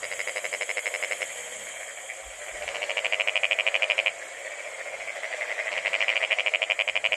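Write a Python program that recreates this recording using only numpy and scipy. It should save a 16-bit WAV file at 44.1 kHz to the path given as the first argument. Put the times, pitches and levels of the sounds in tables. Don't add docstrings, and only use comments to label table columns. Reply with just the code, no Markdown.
import sys
import numpy as np
from scipy import signal
from scipy.io import wavfile
from scipy.ndimage import uniform_filter1d, map_coordinates

SR = 44100
rng = np.random.default_rng(int(sys.argv[2]) if len(sys.argv) > 2 else 0)


def unload_wav(signal):
    wavfile.write(
        sys.argv[1],
        SR,
        np.round(np.clip(np.atleast_2d(signal).T, -1, 1) * 32767).astype(np.int16),
    )


def boost(x):
    u = np.asarray(x, float) / 20
    return 10 ** u


N = 315756

T = np.arange(800) / SR
LEAD = .0042

# time in seconds, strength in dB.
CHORUS_SWELL = [(0, -43.5), (.32, -42.5), (.8, -44), (1.1, -41.5), (1.4, -42.5), (2.0, -45.5), (2.43, -44),
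                (2.7, -38.5), (3.0, -39.5), (3.5, -42.5), (3.9, -39), (4.2, -43), (4.95, -42), (5.3, -39),
                (6.04, -37.5), (6.5, -40.5), (6.9, -45.5), (7.16, -41)]
# time in seconds, gain in dB.
TURNING = [(0, -0.5), (.2, 0.5), (1.43, 1), (2.33, -4), (2.47, -2), (2.75, -4.5), (5, -6.5), (7.16, -7.5)]


def unit(x):
    return x / np.sqrt(np.mean(x ** 2) + 1e-20)


def along(points, hz):
    f, v = np.transpose(points)
    return np.interp(np.log(hz + 1), np.log(f + 1), v)


def curves(rows):
    s, *cols = np.transpose(rows)
    return [np.interp(np.arange(N) / SR, s, c) for c in cols]


def wobble(rate):
    coarse = np.arange(0, N + 32, 32)
    knots = rng.standard_normal(int(N * rate / SR) + 4)
    return np.interp(np.arange(N), coarse, map_coordinates(knots, [coarse * rate / SR]))


def rush(spectrum, patchy_db, size=512):
    hz, _, z = signal.stft(rng.standard_normal(N), SR, nperseg=size)
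    patches = uniform_filter1d(rng.standard_normal(z.shape), size=5, axis=0)
    patches = uniform_filter1d(patches, size=8, axis=1)
    gain_db = along(spectrum, hz)[:, None] + patchy_db * unit(patches)
    return unit(signal.istft(z * boost(gain_db), nperseg=size)[1][:N])


def grunt(hz, swell):
    u = T / swell
    return -u ** 2 * np.exp(2 - 2 * u) * np.sin(2 * np.pi * hz * T)


def snap(sac, pitch, rise, scatter_db):
    t = np.clip(T - LEAD, 0, None)
    ring = 0
    for k, (hz, db, t60) in enumerate(sac):
        decay = boost(db + scatter_db * rng.normal() - 60 * t / t60)
        ring = ring + (-1) ** k * decay * np.sin(2 * np.pi * hz * pitch * t)
    return ring * (1 - np.exp(-t / rise)) ** 2


def rasp(t60):
    torn_air = signal.butter(3, [800, 5300], "bandpass", fs=SR, output="sos")
    burst = (T > LEAD + .0004) * boost(-60 * np.abs(T - LEAD) / t60)
    return signal.sosfilt(torn_air, burst * rng.standard_normal(len(T)))


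def add(track, s, sound):
    start = int(np.clip(round((s - LEAD - .0011) * SR), 0, N))
    track[start:start + len(sound)] += sound


def slacken(sac, weak, bright):
    slack = []
    for hz, db, t60 in sac:
        bend = 1 - .0018 * weak * (2700 < hz < 4000) + .006 * weak * (hz > 4500)
        gain_db = bright * (hz > 2700) - .7 * max(weak, -7) * (hz > 4000 or hz < 1050)
        slack.append((hz * bend, db + gain_db, t60))
    return slack


def frog(notes, sac, full_db, gap_ms, grunt_db, grunt_hz, rise, rasp_db):
    # time in seconds, loss in dB.
    falters = [
        (1.2098, -8),
        (2.614, -19),
        (2.634, -4),
        (2.6995, -12),
        (5.7691, -30),
    ]
    out = np.zeros(N + len(T))
    for s, db, fourth in notes:
        weak = db - full_db
        shift = 4 * boost(fourth)
        gap = (gap_ms + min(-.06 * weak, .65)) / 1000
        for k, step in enumerate([-.5 - shift, 0, -2.6 + shift, fourth]):
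            at = s + (k - 1) * gap
            step = step + (k != 1) * .6 * rng.normal()
            step = step + sum(lost for t, lost in falters if abs(t - at) < .002)
            part = min(k, 2)
            pitch = 1 + .006 * weak + .004 * max(step, -8) + .013 * (part - 1) + .01 * rng.normal()
            slack = slacken(sac, weak, bright=1.3 * (part - 1.5) - .3 * weak)
            low = boost(grunt_db + 0.25 * weak + 0.31 * step + rng.normal()) * grunt(grunt_hz, swell=0.0025)
            low = low + boost(rasp_db - 0.19 * max(weak, -8) + 0.55 * step) * rasp(t60=0.018)
            drag = (k == 3) * rng.uniform(.001, .003) * (fourth < -10)
            late = drag + .00012 * rng.normal()
            add(out, at + late, boost(db + step) * snap(slack, pitch, rise, scatter_db=.9) + low)
    return out[:N]


def near_frog():
    # second pulse in seconds, effort in dB, fourth pulse in dB against the second.
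    first_trill = [(2.624, -25.5, -16), (2.6896, -17.5, -20), (2.758, -19.5, -18), (2.8303, -16, -13),
                   (2.9062, -15, -19), (2.9815, -12.5, -18), (3.0572, -11, -19), (3.1346, -10.3, -16),
                   (3.2088, -9, -22), (3.2853, -9.5, -20), (3.3667, -8.7, -18), (3.4441, -8.1, -17),
                   (3.5216, -8.1, -18), (3.5983, -8.8, -19), (3.6765, -8.8, -20), (3.7536, -8.6, -17),
                   (3.8324, -8.6, -20), (3.9102, -7.9, -17), (3.9907, -8.7, -15), (4.0717, -8.5, -16)]
    second_trill = [(5.7292, -20.5, -15), (5.7791, -13.7, -18), (5.8701, -14.8, -14), (5.9424, -11, -11),
                    (6.0161, -10.4, -14), (6.0926, -9.6, -18), (6.1674, -10, -26), (6.2397, -9.5, -18),
                    (6.3198, -9.6, -8), (6.3965, -10.3, -15), (6.4725, -9.8, -18), (6.5482, -9.3, -20),
                    (6.6295, -9.7, -20), (6.7105, -8.7, -12), (6.8014, -9.8, -3.5), (6.8879, -10.7, -19),
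                    (6.9657, -9.7, -21), (7.0528, -8.9, -6.5), (7.1321, -9.5, -23)]
    # frequency in Hz, level in dB, t60 in seconds.
    sac = [(995, -8, .005), (2033, -5.5, .0074), (2419, 1, .0122), (2917, -2.1, .0086), (3250, -9, .0085),
           (5247, -32.5, .0097), (4700, -36, .008)]
    return frog(first_trill + second_trill, sac, full_db=-8.5, gap_ms=9.33, grunt_db=-23, grunt_hz=595.6,
                rise=0.0003, rasp_db=-31)


def left_frog():
    # second pulse in seconds, effort in dB, fourth pulse in dB against the second.
    notes = [(.0426, -21.5, -23), (.1258, -21, -30), (.204, -18, -26), (.2852, -19.5, -21),
             (.3716, -18, -9), (.4542, -17.5, -28), (.5392, -17.5, -15), (.622, -16.5, -26),
             (.703, -16.5, -29), (.7824, -16.5, -29), (.8681, -16, -10), (.9504, -16, -27),
             (1.037, -15.5, -13), (1.1225, -14.7, -23), (1.2195, -15.7, -13)]
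    # frequency in Hz, level in dB, t60 in seconds.
    sac = [(945, 9.5, .0029), (1824, 14.7, .0027), (2201, 12.3, .0089), (2800, 9, .005),
           (5280, -12.5, .013), (4050, -13, .0086)]
    return frog(notes, sac, full_db=-14.5, gap_ms=9.65, grunt_db=-27, grunt_hz=556, rise=.00097, rasp_db=-32.5)


def low_frog():
    # second pulse in seconds, effort in dB, fourth pulse in dB against the second.
    notes = [(5.1697, -28, -12), (5.2441, -22.5, -17), (5.3283, -23.5, -6), (5.4207, -20.5, -6),
             (5.5069, -22, 0), (5.5919, -21, -3.5), (5.6721, -21, -1), (5.7667, -20.5, -3),
             (5.8603, -18, -3.5), (5.9528, -20, -25), (6.036, -21.5, -21), (6.1184, -20, 0),
             (6.2168, -20.5, -2), (6.3157, -20.5, -2)]
    # frequency in Hz, level in dB, t60 in seconds.
    sac = [(2073, 9.4, .0117), (1100, -4, .004), (2341, 13, .0039), (3200, -14, .007)]
    return frog(notes, sac, full_db=-21.0, gap_ms=9.2, grunt_db=-28.5, grunt_hz=623, rise=0.00054, rasp_db=-39)


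def far_notes(notes, grunt_db):
    # frequency in Hz, level in dB, t60 in seconds.
    sac = [(1086, -4.5, 0.0042), (1930, 3, 0.0026), (2227, 6.5, 0.0072), (2710, 1, 0.0018)]
    low, high = np.zeros((2, N + len(T)))
    for s, db, pitch in notes:
        for k, (a, b, c, d) in enumerate(rng.standard_normal((4, 4))):
            at = s + k * .0094 + .0006 * a
            add(low, at, boost(db + grunt_db + 2.5 * b) * grunt(595 * pitch ** .7, swell=0.0023))
            add(high, at, boost(db + 1.8 * c) * snap(sac, pitch + .03 * d, rise=.0007, scatter_db=1.5))
    return low[:N], high[:N]


def far_frogs():
    # time in seconds, effort in dB, sac pitch as a factor.
    notes = [(1.287, -35, 0.99), (1.373, -44, 1.0), (1.46, -37, 1.0), (1.525, -34, 0.95),
             (1.601, -35.5, 0.83), (1.67, -32, 0.96), (1.742, -31.5, 0.97), (1.802, -29, 0.96),
             (1.879, -31.5, 0.91), (1.975, -34, 1), (2.091, -29.5, 1.0), (2.416, -32.5, 0.91),
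             (2.485, -29.5, 1), (2.543, -30.5, 0.94), (4.198, -33, 0.89), (4.283, -41, 0.94),
             (4.37, -35, 0.97), (4.45, -28, 0.94), (4.509, -28, 1.0), (4.577, -29, 1.0), (4.647, -29, 1.0),
             (4.718, -32.5, 0.94), (4.786, -27, 0.9), (4.855, -28, 0.95), (4.924, -27.5, 1.0),
             (5.0, -30.5, 1.0), (5.077, -29, 0.99)]
    return boost(5.1) * sum(far_notes(notes, grunt_db=-13))


def field(x, slow, size=SR // 3):
    # frequency in Hz, t60 in seconds.
    scatter = [(300, 0.046), (2500, 0.29), (6000, 0.029)]
    out = np.zeros(N + 2 * size)
    for start in range(0, N, size):
        hz, t, z = signal.stft(rng.standard_normal(size), SR, nperseg=128)
        decay = boost(-60 * t / (slow * along(scatter, hz)[:, None]))
        tail = signal.istft(z * decay, SR, nperseg=128)[1][:size]
        answer = signal.fftconvolve(x[start:start + size], tail / np.linalg.norm(tail))
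        out[start:start + len(answer)] += answer
    return out[:N]


def chorus(count):
    strength_db, = curves(CHORUS_SWELL)
    notes = []
    for pace, pitch, distance in rng.random((count, 3)):
        gaps = (.07 + .022 * pace) * (1 + .04 * rng.standard_normal(110))
        times = np.cumsum(gaps) - .09 * distance
        swell = 1.5 * wobble(0.578)
        notes += [(s, swell[int(s * SR)] - 6 * distance, 0.797 + .26 * pitch) for s in times if 0 < s < N / SR]
    low, high = far_notes(notes, grunt_db=0)
    low = unit(low + boost(-3.5) * field(low, slow=1.13))
    high = unit(high + boost(-5.5) * field(high, slow=1.13))
    return boost(strength_db) * (boost(0.27) * low + boost(-0.77) * high)


def small_frogs(count):
    dry, t = np.zeros(N), np.arange(N) / SR
    for pitch, pace, start in rng.random((count, 3)):
        notes = np.sin(2 * np.pi * ((11.5 + 3 * pace) * t + start)) > .2
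        strength = boost(2.5 * rng.standard_normal(N) + 3 * wobble(1.5))
        ticks = notes * (rng.random(N) < 300 / SR) * strength
        sac = boost(-60 * T / .013) * np.sin(2 * np.pi * (3070 + 250 * pitch) * T) * (1 - np.exp(-T / .0007))
        dry += signal.fftconvolve(ticks, sac)[:N]
    return boost(-51 + 0.64 * curves(TURNING)[0]) * unit(dry + field(dry, slow=0.94))


def flutter():
    return boost(0.2 * wobble(40) + 1.3 * wobble(120))


def wing(hz):
    return np.sin(2 * np.pi * np.cumsum(hz + 20 * wobble(3) + 25 * wobble(40)) / SR)


def insects():
    # frequency in Hz, level in dB per Hz.
    main_hiss = [(5000, -41), (5800, -30), (6300, -7.5), (6650, -2.5), (7400, 0.5), (8000, -2), (8800, -6),
                 (9800, -16), (11000, -60)]
    top_hiss = [(8500, -59), (9600, 1), (11000, 0), (11900, -1), (12400, -19), (13000, -60)]
    # frequency in Hz, level in dB against the hiss.
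    soloists = [(6600, -13), (6900, -12), (7350, -10), (7600, -14), (7880, -10), (8300, -15), (8700, -16)]
    turn_db, = curves(TURNING)
    hiss_db, top_db = turn_db - 42.5, 0.5 * turn_db - 12.0
    singers = sum(boost(db + 1.8 * wobble(2.5) + 2.4 * wobble(35)) * wing(hz) for hz, db in soloists)
    hiss = boost(hiss_db) * unit(flutter() * rush(main_hiss, patchy_db=0.5) + singers)
    return hiss + boost(hiss_db + top_db) * unit(flutter() * rush(top_hiss, patchy_db=1.5))


def night_air():
    # frequency in Hz, level in dB per Hz.
    spectrum = [(150, -64), (350, -4.5), (900, -1), (1400, -2.5), (3150, -3.5), (3600, -9), (5400, -11),
                (6200, -9.5), (7000, -76)]
    air_db = -46.0 + 0.99 * (curves(CHORUS_SWELL)[0] + 41)
    return boost(air_db) * rush(spectrum, patchy_db=2.0)


def ground():
    # frequency in Hz, level in dB per Hz.
    spectrum = [(15, -29), (45, -3), (100, -7.5), (200, -7), (320, -9), (500, -50)]
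    return boost(-72.5 + 4.3 * wobble(2.81)) * rush(spectrum, patchy_db=-1.0, size=4096)


def grip():
    # time in seconds, level in dB.
    presses = [
        (2.268, -50),
        (2.398, -68),
        (2.545, -48),
        (2.644, -54),
    ]
    t = np.arange(N) / SR
    force = sum(boost(db + np.minimum(500 * (t - s), 220 * (s - t))) for s, db in presses)
    return force * rush([(15, -20), (45, 0), (70, -5), (100, -22), (200, -90)], patchy_db=0, size=4096)


def steps():
    # time in seconds, level in dB.
    footfalls = [
        (.12, -74),
        (.55, -66),
        (1.18, -69),
        (1.65, -64),
        (2.67, -67),
        (3.5, -68.5),
        (5.9, -66),
    ]
    # frequency in Hz, level in dB per Hz.
    soil = [(60, -30), (110, -6.5), (220, -5), (330, -10), (500, -50)]
    t, half_s = np.arange(N) / SR, 0.16
    weight = sum(boost(db) * np.exp(-((t - s) / half_s) ** 2) for s, db in footfalls)
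    return weight * rush(soil, patchy_db=3, size=2048)


def scene():
    left, near, low, far = left_frog(), near_frog(), low_frog(), far_frogs()
    wet = boost(-19) * sum(field(voice, slow=.45) for voice in (left, near, low))
    wet = wet + boost(-4.5) * field(far, slow=0.2)
    others = near + low + far + wet + chorus(count=11) + small_frogs(count=6)
    tight = signal.butter(2, 430, "highpass", fs=SR, output="sos")
    above = signal.butter(3, 360, "highpass", fs=SR, output="sos")
    frogs = signal.sosfiltfilt(above, left + signal.sosfiltfilt(tight, others))
    return (frogs + insects() + night_air() + ground() + grip() + steps())[None]


def starve(x):
    hz, _, z = signal.stft(x, SR, nperseg=1024)
    level = uniform_filter1d(uniform_filter1d(np.abs(z) ** 2, size=8, axis=1), size=3, axis=2)
    luck = rng.random((129, z.shape[2] // 3 + 1))
    luck = np.kron(luck, np.ones((4, 3)))[:513, :z.shape[2]]
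    busy = uniform_filter1d(level.sum(axis=1)[0], size=3)
    odds = np.where((hz > 6500) & (hz < 10800), .03, .19)[:, None] + .2 * np.roll(busy, 2) / busy.max()
    starved = (level < boost(-69) ** 2) & (luck < odds) & (hz[:, None] > 3400)
    edge_hz = 11950 + 350 * luck[0] ** 2
    return signal.istft(z * ~starved * (hz[:, None] < edge_hz), SR, nperseg=1024)[1][:, :N]


def blink(x):
    hz, _, z = signal.stft(x, SR, nperseg=256)
    power = uniform_filter1d(np.sum(np.abs(z) ** 2, axis=1)[0], size=4)
    jump = np.roll(power, -2) > boost(2 * 10.5) * np.roll(power, 4)
    low, wide = np.repeat(rng.random((2, len(power) // 3 + 1)), 3, axis=1)[:, :len(power)]
    low_hz = 9000 + 2500 * low
    lost = jump & (hz[:, None] > low_hz) & (hz[:, None] < low_hz + 3000 * wide)
    return signal.istft(z * ~lost, SR, nperseg=256)[1][:, :N]


def band_limit(x):
    return signal.sosfilt(signal.butter(12, 12670, fs=SR, output="sos"), x)


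def record(dry):
    mix = blink(starve(dry))
    return band_limit(mix)


dry = scene()
out = record(dry)
unload_wav(out)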